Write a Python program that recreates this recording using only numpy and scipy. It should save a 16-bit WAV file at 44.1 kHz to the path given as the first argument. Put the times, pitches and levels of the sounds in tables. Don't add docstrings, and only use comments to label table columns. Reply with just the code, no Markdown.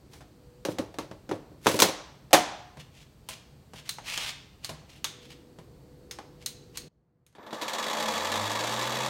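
import sys
import numpy as np
from scipy import signal
from scipy.io import wavfile

SR = 44100
rng = np.random.default_rng(int(sys.argv[2]) if len(sys.argv) > 2 else 0)


def digitize_waveform(pressure):
    field = np.atleast_2d(pressure).T
    bounded = np.clip(field, -1, 1)
    quanta = np.round(bounded * 32767).astype(np.int16)
    wavfile.write(sys.argv[1], SR, quanta)


N = 400869
TIME = np.arange(N) / SR

# frequency in Hz, relative level in dB.
PLASTIC_BLOW = [(30, -33.5), (90, -9), (300, -1.5), (800, -3), (1700, -4.5), (4200, -6.5), (10500, -13.5),
                (16000, -20)]
# frequency in Hz, width in Hz, height in dB.
HANDLE_RING = [(3250, 130, 0.7), (6460, 790, 7.9), (8670, 870, 6.6), (11400, 750, 8.9)]

STEP_S, STEP_DB, RUMBLE_STEP_DB = 6.89, -28, -14
MOTOR_ON_S, HALF_SPEED_S, RAMP_POWER, TOP_TURNS_PER_S = 6.984, 1.122, 2.667, 77.4
ENGAGE_S = 7.35


def gain_of(db):
    return 10 ** (np.asarray(db) / 20)


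def evened(x):
    return x / np.sqrt(np.mean(x ** 2) + 1e-20)


def read(points, hz):
    f, value = np.transpose(points)
    return np.interp(np.log(hz + 1), np.log(f + 1), value)


def add(mix, s, sound):
    part = mix[round(s * SR):][:len(sound)]
    part += sound[:len(part)]


def band(x, edges, order=3):
    edges = np.minimum(edges, SR / 2 - 1)
    return signal.sosfilt(signal.butter(order, edges, "band", fs=SR, output="sos"), x)


def colour(x, spectrum, peaks=(), size=8192):
    hz = abs(np.fft.fftfreq(size, 1 / SR))
    db = read(spectrum, hz)
    for f, width, height in peaks:
        db = db + height / (1 + (2 * (hz - f) / width) ** 2)
    log_response = np.conj(signal.hilbert(np.log(gain_of(db))))
    ring = np.fft.ifft(np.exp(log_response)).real[:size // 2]
    return signal.oaconvolve(x, ring / np.linalg.norm(ring))[:len(x)]


def resonate(x, hz, width):
    turn = np.exp(2j * np.pi * np.cumsum(hz) / SR)
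    r = np.exp(-np.pi * width / SR)
    return 2 * (turn * signal.lfilter([1 - r], [1, -r], x / turn)).real


def noise():
    return rng.standard_normal(N)


def drift(per_s):
    knots = np.arange(0, 10, 1 / per_s)
    return evened(np.interp(TIME, knots, noise()[:len(knots)]))


def swell(s, length, db, edge_s):
    outside = np.maximum(abs(TIME - s - length / 2) - length / 2, 0)
    return gain_of(db - 20 * np.minimum(outside / edge_s, 10))


def stroke(s, length, db):
    return swell(s, length, db, 0.021 + 0.14 * length)


def garage(early_db, tail_db, early_t60=0.2):
    # frequency in Hz, time in seconds.
    fade_times = [(100, 0.46), (400, 0.49), (800, 0.74), (3000, 0.67), (6000, 0.6), (10000, 0.36),
                  (16000, 0.12)]
    t = np.arange(SR) / SR
    first, late = rng.standard_normal((2, SR)) * (t > .005)
    early = evened(first * gain_of(-60 * t / early_t60))
    hz, frame_s, z = signal.stft(late, SR, nperseg=256)
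    fade = gain_of(-60 * frame_s / read(fade_times, hz)[:, None])
    tail = evened(signal.istft(z * fade, SR, nperseg=256)[1][:SR])
    return (gain_of(tail_db) * tail + gain_of(early_db) * early) / np.sqrt(SR)


def echoed(x, room):
    return x + signal.oaconvolve(x, room)[:N]


def blows(rows, spectrum, resonances, t60, crack, early_db, tail_db):
    out, t = np.zeros(N), np.arange(SR) / SR
    for s, db, hardness in rows:
        contact = rng.standard_normal(SR) * (gain_of(-60 * t / t60) + crack * np.exp(-t / 0.0009))
        contact /= np.linalg.norm(contact)
        tilted = [(hz, height + hardness * np.log2(max(hz / 300, 1))) for hz, height in spectrum]
        sound = colour(contact + garage(early_db, tail_db), tilted, resonances)
        add(out, s, gain_of(db) * sound / np.std(sound[:SR // 50]))
    return out


def grains():
    sizes_db = 1.5 * rng.exponential(1, N).clip(0, 5)
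    sparse = noise() * gain_of(sizes_db) * (rng.random(N) < .2)
    return evened(sparse) * gain_of(2.1 * drift(150))


def level_step():
    return np.clip((TIME - STEP_S) / 0.009 + 1, 0, 1)


def rumble():
    # frequency in Hz, relative level in dB.
    rumble_colour = [(20, -26.5), (40, -6.5), (60, 1), (90, -4), (140, 3), (175, -4.5), (300, -11.5),
                     (550, -17), (1000, -25), (2000, -35), (5000, -59)]
    return colour(noise(), rumble_colour) * gain_of(-55 + RUMBLE_STEP_DB * level_step())


def background():
    # frequency in Hz, relative level in dB.
    drone_colour = [(100, -20.5), (200, -0.5), (330, 7.5), (520, -1), (590, -8), (900, -16.5), (1300, -25),
                    (3000, -41.5)]
    hiss_colour = [(700, -0.5), (1500, -2.5), (3500, -4), (4500, -0.5), (5200, -6), (7000, -7),
                   (8200, -5.5), (10000, -13), (13000, -10), (16000, -12.5)]
    # time in seconds, level in dB.
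    drone_level = [(0, -60.5), (.5, -66.5), (1.4, -61.5), (3, -72.5), (4.7, -71), (5.2, -59), (6.9, -58)]
    # start in seconds, length in seconds, level in dB.
    hum_swells = [(0.463, 0.26, -59), (3.49, 0.086, -71.5), (5.147, 0.36, -63.5), (5.88, 3.1, -60)]
    whistle = gain_of(-24) * evened(resonate(noise(), np.full(N, 4480), 160))
    drone_db = np.interp(TIME, *np.transpose(drone_level))
    drone = (colour(noise(), drone_colour) + whistle) * gain_of(drone_db)
    hum_hz = 490 + 2.5 * drift(25)
    hum = np.sqrt(2) * np.sin(2 * np.pi * np.cumsum(hum_hz) / SR) * gain_of(1.5 * drift(5.9))
    hum *= sum(swell(*row, edge_s=0.2) for row in hum_swells)
    hiss = gain_of(-68) * colour(noise(), hiss_colour)
    return drone + hum + hiss


def plastic_rubs():
    # start in seconds, length in seconds, level in dB.
    rubs = [(0.124, 0.057, -59.5), (0.698, 0.027, -50.5), (1.338, 0.022, -59.5), (1.67, 0.1, -37)]
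    rails = evened(band(grains(), (700, 7000), order=1))
    rails *= sum(stroke(*row) for row in rubs)
    return echoed(rails, garage(early_db=-10, tail_db=-11))


def lid():
    # start in seconds, level in dB, hardness as treble tilt in dB per octave.
    hits = [(0.134, -52.5, 1.5), (0.207, -52, -1), (2.308, -46, -1.5), (2.331, -12.5, 1.7),
            (2.336, -13, -3.5)]
    # frequency in Hz, relative level in dB.
    lid_blow = [(30, -34), (90, -18.5), (300, -1.5), (1200, -0.5), (4200, -7), (10500, -16), (16000, -24.5)]
    # frequency in Hz, width in Hz, height in dB.
    lid_ring = [(158.2, 20, 10), (315, 35, 8), (611.5, 110, 6.5), (722, 17, 13), (810, 110, 10),
                (1035, 120, 3.1), (1780, 90, 2.6), (3400, 590, 3.5), (6050, 2200, 3)]
    return blows(hits, lid_blow, lid_ring, t60=0.097, crack=0.59, early_db=-5, tail_db=-11.5)


def battery():
    # start in seconds, level in dB, hardness as treble tilt in dB per octave.
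    knocks = [(0.651, -29.5, -1), (0.686, -28, -8), (0.785, -33.5, -1.5), (0.794, -27.5, -7.5),
              (0.942, -48, -2.5), (0.986, -31.5, -2.23), (1.113, -41, -4.5), (1.292, -36.5, -3),
              (1.313, -27.5, -5.5), (1.518, -50.5, -9), (1.66, -26.5, -4.5), (1.668, -16.5, -2),
              (1.743, -26.5, -6.5), (1.791, -25, 0.2), (1.801, -20, 2.5), (1.821, -13.5, 0.46),
              (1.842, -26.5, -3.5), (1.887, -29.5, -2.5)]
    # frequency in Hz, width in Hz, height in dB.
    housing_ring = [(104, 11, 7), (192, 40, 4), (308, 26, 9.5), (380, 160, 5), (553, 180, 7.5),
                    (900, 410, 5), (1110, 59, 3.5), (3900, 1000, 2), (6040, 1300, 4)]
    return blows(knocks, PLASTIC_BLOW, housing_ring, t60=0.053, crack=0.55, early_db=-5, tail_db=-14)


def footsteps():
    # start in seconds, level in dB, hardness as treble tilt in dB per octave.
    footfalls = [(2.771, -45.5, -3.3), (3.288, -38.5, 2), (3.735, -46.5, -2), (4.693, -38, -1.5),
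                 (5.587, -47.5, -3.5), (6.835, -51, -15)]
    # frequency in Hz, relative level in dB.
    floor_blow = [(30, -40), (90, 1.5), (300, -2), (1000, -5.5), (4200, -6), (10500, -11), (16000, -23)]
    # frequency in Hz, width in Hz, height in dB.
    floor_ring = [(153, 18, 16.5), (202, 60, 3), (510, 62, 9.1), (638, 85, 8.4), (817, 72, 4.8),
                  (1040, 200, 7.8), (3060, 860, 1.3)]
    return blows(footfalls, floor_blow, floor_ring, t60=0.06, crack=0.3, early_db=-4, tail_db=-8)


def scuffs():
    # start in seconds, length in seconds, level in dB.
    drags = [(2.8, 0.015, -50.5), (2.95, 0.079, -58.5), (3.309, 0.031, -44), (3.763, 0.036, -50),
             (3.865, 0.023, -50), (4.085, 0.21, -37), (4.641, 0.031, -49.5), (4.897, 0.085, -56.5),
             (5.225, 0.033, -55.5), (5.31, 0.018, -49), (6.418, 0.011, -53.5), (6.758, 0.019, -48)]
    # frequency in Hz, relative level in dB.
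    grit_colour = [(100, -6), (400, -15), (800, -5), (1400, -6), (2300, 0), (4200, -2), (5200, -3.5),
                   (7000, -7), (10000, -13.5), (16000, -22)]
    mid_rasp_hz, rasp_rise_hz_per_s = 2960, 5200
    grit, soles = colour(grains(), grit_colour), np.zeros(N)
    for s, length, db in drags:
        from_middle_s = np.clip(TIME - s - length / 2, -length / 2, length / 2)
        rasp = resonate(grit, mid_rasp_hz + rasp_rise_hz_per_s * from_middle_s, 700)
        soles += evened(grit + 0.8 * rasp) * stroke(s, length, db)
    return echoed(soles, garage(early_db=-10, tail_db=-11))


def handle():
    # start in seconds, level in dB, hardness as treble tilt in dB per octave, ring in Hz.
    clicks = [(3.892, -31.5, 3.6, 4060), (3.985, -42, -4.5, 770), (4.176, -31.5, -1, 3100),
              (4.646, -35.5, 2.1, 4350), (5.0434, -29.5, 1, 3530), (6.111, -40, 1, 5240),
              (6.187, -41, -4.5, 830), (6.461, -31.5, 5, 4080), (6.773, -36.5, 3.5, 4300)]
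    # frequency in Hz, relative level in dB.
    handle_blow = [(30, -37), (90, -18), (300, -3.5), (1200, 3), (4200, 3), (9500, -8.5), (11000, -14),
                   (16000, -14)]
    out = np.zeros(N)
    for *click, ring_hz in clicks:
        ring = HANDLE_RING + [(ring_hz, 550, 9)]
        out += blows([click], handle_blow, ring, t60=0.042, crack=0.36, early_db=-6, tail_db=-12.5)
    return out


def shaft_speed():
    ramp = (np.maximum(TIME - MOTOR_ON_S, 0) / HALF_SPEED_S) ** RAMP_POWER
    return TOP_TURNS_PER_S * ramp / (1 + ramp)


def blades(speed):
    # multiple of the shaft speed, relative level in dB.
    orders = [(1, -17), (2, 1), (3, -36), (4, -25), (6, -7)]
    top_speed_db, growth_db_per_decade = -40.5, 64
    boom_hz, boom_width_hz, peak_boom_db = 103, 9.5, 10
    turns, hum = np.cumsum(speed) / SR, np.zeros(N)
    for k, db in orders:
        boom_db = peak_boom_db / (1 + (2 * (k * speed - boom_hz) / boom_width_hz) ** 2)
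        tone = np.sin(2 * np.pi * (k * turns + rng.random()))
        hum += gain_of(db + boom_db + 1.1 * drift(6.6)) * tone
    growth = (speed / TOP_TURNS_PER_S) ** (growth_db_per_decade / 20)
    return np.sqrt(2) * hum * gain_of(top_speed_db) * growth


def controller():
    # start in seconds, level in dB, hardness as treble tilt in dB per octave.
    relay_clicks = [(7.265, -63.5, 0.8), (7.327, -73, -2.5)]
    whine = gain_of(-71) * np.sin(2 * np.pi * np.cumsum(12020 + 45 * drift(200)) / SR)
    fade_in = np.clip((TIME - ENGAGE_S) / 0.1, 0, 1)
    relay = blows(relay_clicks, PLASTIC_BLOW, HANDLE_RING, t60=0.038, crack=0.71, early_db=-7, tail_db=-8)
    return relay + whine * fade_in


def clack_shaking(speed):
    clack_angle_turns = 0.545
    loose_turns_per_s = 35
    decay_s, slow_decay_turns = 0.0077, 0.1
    turns = np.cumsum(speed) / SR
    at = np.flatnonzero(np.diff(np.floor(turns - clack_angle_turns)) > 0)
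    t, shaking = np.arange(SR // 10) / SR, np.zeros(N)
    for i, chance in zip(at, rng.uniform(-1.18, 1, (len(at), 3))):
        late, size, gap = chance * min(speed[i] / loose_turns_per_s, 1) ** 2
        clack = np.exp(-t / max(decay_s, slow_decay_turns / speed[i])) - np.exp(-t / 0.00087)
        s = i / SR + .004 * late
        add(shaking, s, gain_of(4.5 * size) * clack)
        add(shaking, s + .014 + .007 * gap, .55 * gain_of(-3 * size) * clack)
    return shaking / np.sqrt(np.mean(shaking[speed > loose_turns_per_s] ** 2))


def loudness(speed, db, half_speed, steepness, easing_db):
    growth = (speed / half_speed) ** steepness
    return (TIME > ENGAGE_S) * gain_of(db - easing_db * speed) * growth / (1 + growth)


def drive(speed):
    # start in seconds, level in dB, hardness as treble tilt in dB per octave.
    first_clacks = [(7.351, -54.5, -1), (7.383, -48.5, -6), (7.429, -50, -4), (7.465, -46.5, -2),
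                    (7.508, -47, -1), (7.528, -35.5, -3), (7.62, -34.5, 1)]
    # frequency in Hz, relative level in dB.
    deck_colour = [(82, -33), (140, -8.5), (309, -9), (342, -11.5), (518, -0.5), (755, -5), (1190, -3),
                   (1540, -9), (1740, -6), (2790, -10), (3480, -12.5), (6960, -13), (10300, -24.5),
                   (12900, -23.5), (16000, -34)]
    deck_blow = [(30, -34.5), (90, -12), (300, 1.5), (1200, -2), (4200, -7.5), (10500, -19), (16000, -28.5)]
    # frequency in Hz, width in Hz, height in dB.
    deck_ring = [(219, 13, 13.5), (315, 9.7, 12), (558, 190, 3), (634, 68, 0.5), (902, 210, 7.5),
                 (1154, 70, 4.5), (1727, 76, 5.5), (2166, 70, 2.5), (3395, 250, 8), (3825, 380, 7.5),
                 (4490, 130, 7)]
    # level in dB before easing,
    # turns a second at half strength, steepness, easing in dB per turn a second.
    grind_growth = (-27.5, 17, 2.5, 0.1078)
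    rattle_growth = (-24, 13, 5.5, 0.1434)
    shaking = clack_shaking(speed)
    grind = colour(noise() * (0.77 + 0.51 * shaking), deck_colour, deck_ring)
    grind = band(grind, (135, 1900), order=5)
    rattle = colour(noise() * (.15 + .85 * shaking), deck_colour, deck_ring)
    rattle = band(rattle, (1900, 20000), order=5)
    running = grind * loudness(speed, *grind_growth) + rattle * loudness(speed, *rattle_growth)
    starting = blows(first_clacks, deck_blow, deck_ring, t60=0.1, crack=0.21, early_db=-8, tail_db=-7.5)
    return echoed(running, garage(early_db=-16, tail_db=-9.5)) + starting


def scene():
    handling = plastic_rubs() + lid() + battery() + footsteps() + scuffs() + handle()
    before_motor = gain_of(STEP_DB * level_step()) * (background() + handling)
    speed = shaft_speed()
    motor = blades(speed) + controller() + drive(speed)
    return (rumble() + before_motor + motor)[None]


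def record(dry):
    held = dry / (1 + (abs(dry) / .95) ** 6) ** (1 / 6)
    low_pass = signal.firwin(511, 16200, window=("kaiser", 9), fs=SR)
    return signal.oaconvolve(held, low_pass[None], "same")


dry = scene()
out = record(dry)
digitize_waveform(out)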